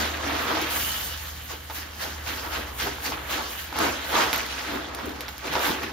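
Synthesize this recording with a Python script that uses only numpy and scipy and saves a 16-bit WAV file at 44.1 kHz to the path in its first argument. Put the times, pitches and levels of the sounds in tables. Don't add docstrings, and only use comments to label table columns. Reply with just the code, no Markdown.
import sys
import numpy as np
from scipy import signal
from scipy.fft import rfft, irfft, next_fast_len
from scipy.io import wavfile

SR = 44100
rng = np.random.default_rng(int(sys.argv[2]) if len(sys.argv) > 2 else 0)


def wrap_up_sound(samples):
    columns = np.atleast_2d(samples).T
    tamed = np.clip(columns, -1, 1)
    steps = np.round(tamed * 32767).astype(np.int16)
    wavfile.write(sys.argv[1], SR, steps)


N = 261204
PADDED = next_fast_len(N + SR // 2, True)
BINS_HZ = np.arange(PADDED // 2 + 1) * SR / PADDED + 1e-3
CRUNCH_HOLD_S = .014

# (time [s], slide level [dB], crunch level [dB])
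CREEP = [(0, -29.5, -45), (.2, -37.5, -34.5), (.42, -33.5, -33), (.76, -33.5, -36.5), (1.12, -39, -45.5),
         (1.45, -46, -50), (1.66, -46.5, -50), (2.2, -44, -43.5), (2.48, -44, -39.5), (2.74, -52, -44),
         (3.45, -39, -40), (3.71, -45, -52), (4.0, -37.5, -40.5), (4.63, -35.5, -39.5), (5.0, -45.5, -38),
         (5.4, -45.5, -48.5), (5.5, -40.5, -44), (5.8, -38.5, -39), (5.92, -59, -44.5)]


def from_db(db):
    return 10 ** (np.asarray(db) / 20)


def rms_one(x):
    return x / np.sqrt(np.mean(x ** 2) + 1e-20)


def level(rows, column=1):
    rows = np.array(rows)
    return from_db(np.interp(np.arange(N) / SR, rows[:, 0], rows[:, column]))


def at_hz(rows, hz, column=1):
    rows = np.array(rows)
    return np.interp(np.log(hz), np.log(rows[:, 0]), rows[:, column])


def drift(rate_hz):
    step, settle = 40, 2000
    pole = np.exp(-2 * np.pi * rate_hz * step / SR)
    noise = rng.standard_normal(N // step + settle + 2)
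    slow = signal.lfilter([1], [1, -2 * pole, pole * pole], noise)[settle:]
    return np.interp(np.arange(N) / step, np.arange(len(slow)), rms_one(slow))


def grains(per_s, spread_db):
    sizes = from_db(spread_db * np.minimum(rng.exponential(1, (2, N)), 4))
    signs = rng.choice([-1, 1], (2, N))
    return sizes * signs * (rng.random((2, N)) < per_s / SR) + 1e-9


def coloured(source, colour, patchy_db, flicker_hz):
    lowest, highest = colour[0][0], colour[-1][0]
    centres = lowest * 2 ** np.arange(0, np.log2(highest / lowest) + .5, .5)
    shaped = rfft(source, PADDED) * from_db(at_hz(colour, BINS_HZ))
    out, together = 0, drift(flicker_hz)
    for centre in centres:
        away = np.clip(2 * np.log2(BINS_HZ / centre), -1, 1)
        band = irfft(shaped * np.cos(np.pi / 2 * away) ** 2, PADDED)[:, :N]
        out = out + band * from_db(patchy_db * (.82 * together + drift(flicker_hz)))
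    return rms_one(out)


def ring(clicks, hz, t60):
    r, w = from_db(-60 / (t60 * SR)), 2 * np.pi * hz / SR
    return signal.lfilter([0, np.sin(w)], [1, -2 * r * np.cos(w), r * r], clicks + 1e-18)


def surges(rows):
    t = np.arange(0, N + 64, 64) / SR
    peak, rise, hold, fall, db = np.transpose(rows)[:, :, None]
    before = np.maximum((peak - t) / rise, 0)
    after = np.maximum((t - peak - hold) / fall, 0)
    power = from_db(db - 20 * (before + after)) ** 2
    return np.interp(np.arange(N) / SR, t, power.sum(axis=0))


def stirred(layer, *steady, shake_db=0, shift_db=0, lag=0, rise=.036, hold=.012):
    # (peak time [s], fall [s], patter, slide, crunch, slump levels [dB])
    shakes = [(1.5, 0.092, -44, -38, -39.5, -43), (1.758, 0.13, -37, -35, -45, -49),
              (2.023, 0.15, -35.5, -33, -35.5, -43), (2.275, 0.25, -39.5, -34.5, -37, -43.5),
              (2.535, 0.23, -40, -32, -33.5, -39.5), (2.801, 0.23, -34.5, -30, -34.5, -36.5),
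              (3.058, 0.13, -33, -29.5, -36.5, -38), (3.311, 0.24, -37.5, -34, -35, -38.5),
              (3.51, 0.078, -36, -43, -59, -66), (3.59, 0.18, -36, -39.5, -72, -81)]
    # (peak time [s], rise [s], hold [s], fall [s], patter, slide, crunch, slump levels [dB])
    shifts = [(0, .02, 0.0041, 0.21, -33.5, -37, -29, -33),
              (0.288, 0.18, 0.019, 0.36, -43.5, -35, -39, -36.5),
              (0.505, 0.14, 0.046, 0.21, -48, -38, -28.5, -35),
              (0.758, 0.037, 0.0085, 0.08, -30, -44, -36, -43),
              (0.628, .04, 0.0082, 0.034, -46, -52, -46, -32),
              (1.703, .004, .008, 0.052, -69, -41, -37, -47), (2.462, 0.04, .01, 0.036, -46, -57, -35, -44),
              (2.867, 0.021, 0.0074, 0.028, -47, -47, -29.5, -54),
              (3.124, 0.023, 0.016, 0.05, -54, -36, -33, -45),
              (3.312, 0.022, .03, .04, -39, -32.5, -49, -50),
              (3.385, 0.02, 0.014, 0.065, -56, -45, -33, -51),
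              (3.81, 0.099, 0.052, 0.17, -36, -30, -25, -29.5),
              (4.153, 0.075, 0.068, 0.16, -38.5, -27.5, -23, -33),
              (4.332, 0.003, 0.012, .17, -39, -29.5, -31, -37),
              (4.701, 0.048, 0.055, 0.18, -50, -40, -36.5, -33.5),
              (4.887, 0.017, 0.008, 0.031, -56, -47, -38.5, -41),
              (4.97, .01, 0.018, 0.14, -52, -43, -42, -51),
              (5.071, 0.11, 0.0087, 0.16, -51, -43, -45, -33.5),
              (5.2095, .002, 0.005, 0.04, -46, -39, -44, -51),
              (5.285, .002, 0.005, 0.06, -50, -38, -44, -66),
              (5.456, 0.054, 0.032, 0.21, -50, -36, -34.5, -38),
              (5.532, .03, 0.0068, .04, -37, -30.5, -29.5, -43),
              (5.55, 0.008, 0.02, 0.15, -52, -32, -28, -43),
              (5.639, 0.086, 0.031, 0.16, -32.5, -28, -29, -37),
              (5.686, 0.017, 0.01, 0.14, -52, -36, -31.5, -31.5),
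              (5.827, 0.051, 0.011, 0.16, -46, -35, -38, -37)]
    k = ("patter", "slide", "crunch", "slump").index(layer)
    swells = [(peak + lag, rise, hold, fall, db[k] + shake_db) for peak, fall, *db in shakes]
    swells += [(*row[:4], row[4 + k] + shift_db) for row in shifts]
    return np.sqrt(surges(swells) + sum(part ** 2 for part in steady))


def rice():
    # (frequency [Hz], relative spectral density [dB])
    patter_colour = [(4500, -20), (6500, -5), (8500, 1), (10500, -1), (13000, -2), (16500, -3)]
    slide_colour = [(900, -13), (1500, 1), (1900, 1), (2350, -1.5), (3200, -2), (4200, -6), (6500, -37)]
    crunch_colour = [(300, -24), (520, 2), (800, 1.5), (1250, 1.5), (1700, -3), (2600, -11.5)]
    slump_colour = [(90, -4), (160, -11.5), (240, 2.5), (310, 3.5), (400, 3), (520, -5), (900, -14.5)]
    hiss_colour = [(2600, -20), (3800, -4), (4600, 0), (6000, -2), (8000, -5), (10000, -12), (13000, -24)]
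    # (time [s], level [dB])
    stream = [(0, -51), (.2, -56), (.42, -38.5), (.66, -44.5), (.692, -41), (.705, -31.5), (.8, -30),
              (1.06, -33.5), (1.15, -39.5), (1.5, -44), (1.66, -47.5), (1.9, -49.5), (2.15, -50),
              (2.45, -40.5), (2.62, -53), (2.74, -52), (2.95, -56), (3.2, -50), (3.45, -55), (3.55, -55),
              (3.72, -70), (4.1, -38), (4.3, -45), (4.7, -45), (4.9, -57), (5.1, -53), (5.45, -53),
              (5.6, -43), (5.92, -63)]
    patter = coloured(grains(12000, spread_db=3.5), patter_colour, patchy_db=1.2, flicker_hz=12)
    slide = coloured(grains(6000, spread_db=3), slide_colour, patchy_db=2, flicker_hz=27)
    crunch = coloured(grains(3000, spread_db=2), crunch_colour, patchy_db=1.3, flicker_hz=13.4)
    slump = coloured(grains(4000, spread_db=0), slump_colour, patchy_db=-.5, flicker_hz=13.3)
    hiss = coloured(grains(9000, spread_db=4), hiss_colour, patchy_db=1.75, flicker_hz=9)
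    falling, sliding, folding = level(stream), level(CREEP), level(CREEP, column=2)
    patter *= stirred("patter", falling, rise=.11)
    slide *= stirred("slide", sliding)
    crunch *= stirred("crunch", folding, hold=CRUNCH_HOLD_S)
    slump *= stirred("slump", folding * from_db(-8.5), lag=.029)
    hiss *= stirred("slide", falling * from_db(-6.5), sliding * from_db(-5.5),
                    shake_db=-2.5, shift_db=-5.5)
    return patter + slide + crunch + slump + hiss


def appliance():
    # (time [s], level [dB])
    hum = [(0, -36), (.25, -45), (1.3, -43), (1.7, -45), (1.85, -46), (2.2, -42.5), (2.75, -45.5),
           (3.5, -53), (4.1, -45), (4.6, -56), (5.0, -51), (5.5, -61), (5.92, -58)]
    # (time [s], frequency [Hz], level [dB], relative level of its octave [dB])
    low_hum = [(0, 57, -56, -4), (1.1, 56, -48.5, -9.5), (1.9, 58, -57, -2.5), (2.5, 60, -47, -15),
               (3.2, 62, -49, -9), (3.5, 62.6, -51, -20), (4.3, 64, -51, -12), (5.2, 65, -49.5, -15),
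               (5.92, 67, -48, -18)]
    # (frequency [Hz], bandwidth of each resonator [Hz], level [dB])
    drone = [(46, 20, -62.5)]
    t, hum_hz = np.arange(N) / SR, 76.2
    steady = level(hum) * from_db(1.5 * drift(2.5)) * np.sin(2 * np.pi * hum_hz * t)
    pitch_hz = np.interp(t, *np.transpose(low_hum)[:2]) + 1.2 * drift(2.53)
    phase = 2 * np.pi * np.cumsum(pitch_hz) / SR
    octave = level(low_hum, column=3) * from_db(2 * drift(3.2)) * np.sin(2 * phase)
    unsteady = level(low_hum, column=2) * from_db(2 * drift(4.5)) * (np.sin(phase) + octave)
    out = np.sqrt(2) * (steady + unsteady)
    for hz, width_hz, db in drone:
        t60 = np.log(1000) / (np.pi * width_hz)
        noise = rng.standard_normal((2, N + SR))
        rumble = ring(ring(noise, hz, t60), hz, t60)[:, SR:]
        out = out + from_db(db) * rms_one(rumble)
    return out


def room_tone():
    # (frequency [Hz], relative spectral density [dB])
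    colour = [(15, -38), (25, -22), (48, 3), (68, 1), (76, 22), (86, 8), (120, 9.5), (165, 5.5), (304, 5),
              (444, -27), (1480, -21), (3140, -27), (7000, -61)]
    return from_db(-50) * coloured(rng.standard_normal((2, N)), colour, patchy_db=2, flicker_hz=2.5)


def snaps():
    # (time [s], ring levels below 1.8, at 1.8-7, at 7-11 and above 11 kHz [dB],
    # rustle level [dB])
    creases = [(.076, -38, -26, -39, -39, -41), (.509, -20, -27, -40, -40, -44),
               (0.615, -39, -27, -31, -29, -27), (1.699, -29, -32, -50, -50, -50),
               (1.707, -32.5, -34, -50, -50, -56), (2.800, -34, -23, -36, -36, -48),
               (2.811, -55, -27, -36, -34, -42), (2.822, -27, -20, -40, -40, -46),
               (2.984, -29, -38, -50, -61, -54), (3.058, -30, -28, -40, -36, -42),
               (3.121, -27, -26, -44, -44, -50), (3.31, -34, -29, -40, -40, -44),
               (3.325, -34, -25, -36, -35, -46), (3.382, -26, -33, -36, -38, -50),
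               (3.727, -24, -31, -41, -37, -42), (3.759, -22, -41, -36, -36, -46),
               (3.766, -36, -27, -34, -34, -35), (3.789, -21, -22, -13, -32, -31),
               (4.330, -21, -14, -12, -18, -32), (4.3378, -37, -24, -18, -16, -36),
               (4.361, -34, -21, -22, -16, -43), (4.3788, -44, -28, -18, -17, -33),
               (4.464, -44, -27, -26, -38, -38), (4.9487, -43, -28, -20, -37, -36),
               (4.989, -30, -34, -38, -40, -51), (5.0565, -46, -43, -23, -40, -35),
               (5.094, -33, -29, -42, -44, -39), (5.2075, -35, -25, -20, -25, -37),
               (5.2822, -33, -25, -36, -38, -46), (5.2865, -34, -33, -31, -33, -43),
               (5.2905, -32, -40, -53, -53, -48), (5.381, -39, -34, -26, -27, -42),
               (5.444, -42, -34, -44, -46, -51), (5.470, -33, -26, -42, -40, -42),
               (5.554, -17, -20, -44, -46, -44), (5.594, -25, -24, -36, -34, -42),
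               (5.8335, -26, -25, -36, -27, -36)]
    # (frequency [Hz], relative level [dB], decay time t60 [s])
    sack_modes = [(850, 0, .016), (1400, -2, .01), (2200, -2, .006), (3800, 0, .004), (5400, 0, .003),
                  (8300, -2, .002), (10200, 0, .002), (12500, 0, .002), (14500, 0, .002)]
    band_edges_hz, rustle_t60_s = (1800, 7000, 11000), .055
    times, *band_db, rustle_db = np.transpose(creases)
    at = np.round(times * SR).astype(int)
    scatter_db = rng.normal(0, 1.5, (len(at), len(sack_modes)))
    crunching = stirred("crunch", level(CREEP, column=2), hold=CRUNCH_HOLD_S)
    crinkles = from_db(-5.5) * grains(90, spread_db=3)[0] * crunching
    clicks, onsets = np.zeros(N), np.zeros(N)
    for k, (hz, mode_db, t60) in enumerate(sack_modes):
        band = np.searchsorted(band_edges_hz, hz)
        struck = crinkles * from_db(mode_db) * min(1, 3000 / hz)
        struck[at] += from_db(mode_db + scatter_db[:, k] + band_db[band])
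        clicks += ring(struck, hz, t60) * (-1) ** k
    onsets[at] = from_db(rustle_db)
    dying = signal.lfilter([1], [1, -from_db(-60 / (rustle_t60_s * SR))], onsets + 1e-18)
    high_pass = signal.butter(1, 2500, "high", fs=SR, output="sos")
    rustle = signal.sosfilt(high_pass, grains(15000, spread_db=2))
    return clicks + dying * rms_one(rustle)


def bumps():
    # (time [s], level before the low-pass [dB], frequency [Hz], decay time t60 [s])
    contacts = [(0.271, -28, 290, 0.093), (.318, -26, 293, .1), (.522, -31, 318, 0.3),
                (0.619, -35, 315, .1), (2.86, -28.5, 400, 0.21), (3.81, -27, 500, 0.035),
                (3.819, -40, 165, 0.23), (3.84, -40, 240, .2), (4.149, -27, 415, 0.081),
                (4.16, -10, 1200, 0.15), (4.195, -15, 1120, .08), (4.7, -35, 245, 0.07),
                (5.068, -37, 365, 0.05), (5.5, -40, 160, .15), (5.553, -16.5, 975, 0.21),
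                (5.691, -29.5, 200, .2), (5.566, -26.5, 380, 0.088), (5.704, -17.5, 340, 0.029),
                (5.84, -29, 345, 0.065)]
    out, t = np.zeros(N + SR), np.arange(SR // 2) / SR
    for start, db, hz, t60 in contacts:
        at = round(start * SR)
        out[at:at + len(t)] += from_db(db - 60 * t / t60) * np.sin(2 * np.pi * hz * t)
    return signal.sosfilt(signal.butter(2, 600, fs=SR, output="sos"), out[:N])


def bucket():
    # (time [s], level [dB])
    drumming = [(.68, -71), (.76, -37), (.85, -35), (1.0, -39), (1.13, -42.5), (1.2, -51), (1.4, -54),
                (3.3, -57), (3.45, -40.5), (3.65, -48), (3.8, -91)]
    # (frequency [Hz], relative level [dB], decay time t60 [s])
    wall_modes = [(1346, 0, 0.015), (1720, -3, .03), (2890, -3, .07), (2980, -3, .08), (3045, 0, .1),
                  (3110, -2, .09), (3205, -5, .07), (3410, -6, .06), (3570, -7, .07)]
    impacts = grains(1500, spread_db=3.5) * from_db(2.2 * drift(25))
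    ringing = sum(from_db(db) * ring(impacts, hz, t60) for hz, db, t60 in wall_modes)
    return level(drumming) * rms_one(ringing)


def kitchen(direct):
    t60_s, first_echo_s, wall_cut_hz = .16, .004, 5000
    t = np.arange(SR // 3) / SR
    echoes = rng.standard_normal((2, len(t))) * from_db(-60 * t / t60_s) * (t > first_echo_s)
    echoes *= from_db(-7) / np.sqrt(np.sum(echoes ** 2, axis=1, keepdims=True))
    dull = 1 / (1 + 1j * BINS_HZ / wall_cut_hz)
    return direct + irfft(rfft(direct, PADDED) * rfft(echoes, PADDED) * dull, PADDED)[:, :N]


def stereo_image(pair):
    # (frequency [Hz], coherence [0-1], right phase lead [rad], left minus right [dB])
    relation = [(60, .985, 0, .5), (150, .88, 0, 1.5), (280, .75, .2, 3.5), (550, .2, .5, .5),
                (1140, .33, .1, -1.5), (2300, .2, 0, -1.8), (3700, .36, 0, -1.5), (4900, .2, -.8, -1),
                (6200, .4, -1.64, -.8), (7300, .72, -2.55, -.4), (7750, .9998, -3.1416, 0),
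                (10000, .9998, -3.1416, 0), (10600, .75, -3.8, -.2), (11700, .66, -5, 0),
                (12300, .78, -5.8, 0), (12700, .9995, -6.283, 0), (16000, .9995, -6.283, 0)]
    coherence, phase, balance_db = (at_hz(relation, BINS_HZ, column=k) for k in (1, 2, 3))
    left, diffuse = rfft(pair, PADDED)
    right = coherence * left * np.exp(1j * phase) + np.sqrt(1 - coherence ** 2) * diffuse
    balanced = np.array([left * from_db(balance_db / 2), right * from_db(-balance_db / 2)])
    return irfft(balanced, PADDED)[:, :N]


def scene():
    air = room_tone()
    pouring = rice() + bucket() + snaps() + bumps()
    return stereo_image(kitchen(pouring) + appliance() + air)


def record(dry):
    stopband_hz = 16250
    return signal.sosfilt(signal.cheby2(14, 60, stopband_hz, fs=SR, output="sos"), dry)


dry = scene()
out = record(dry)
wrap_up_sound(out)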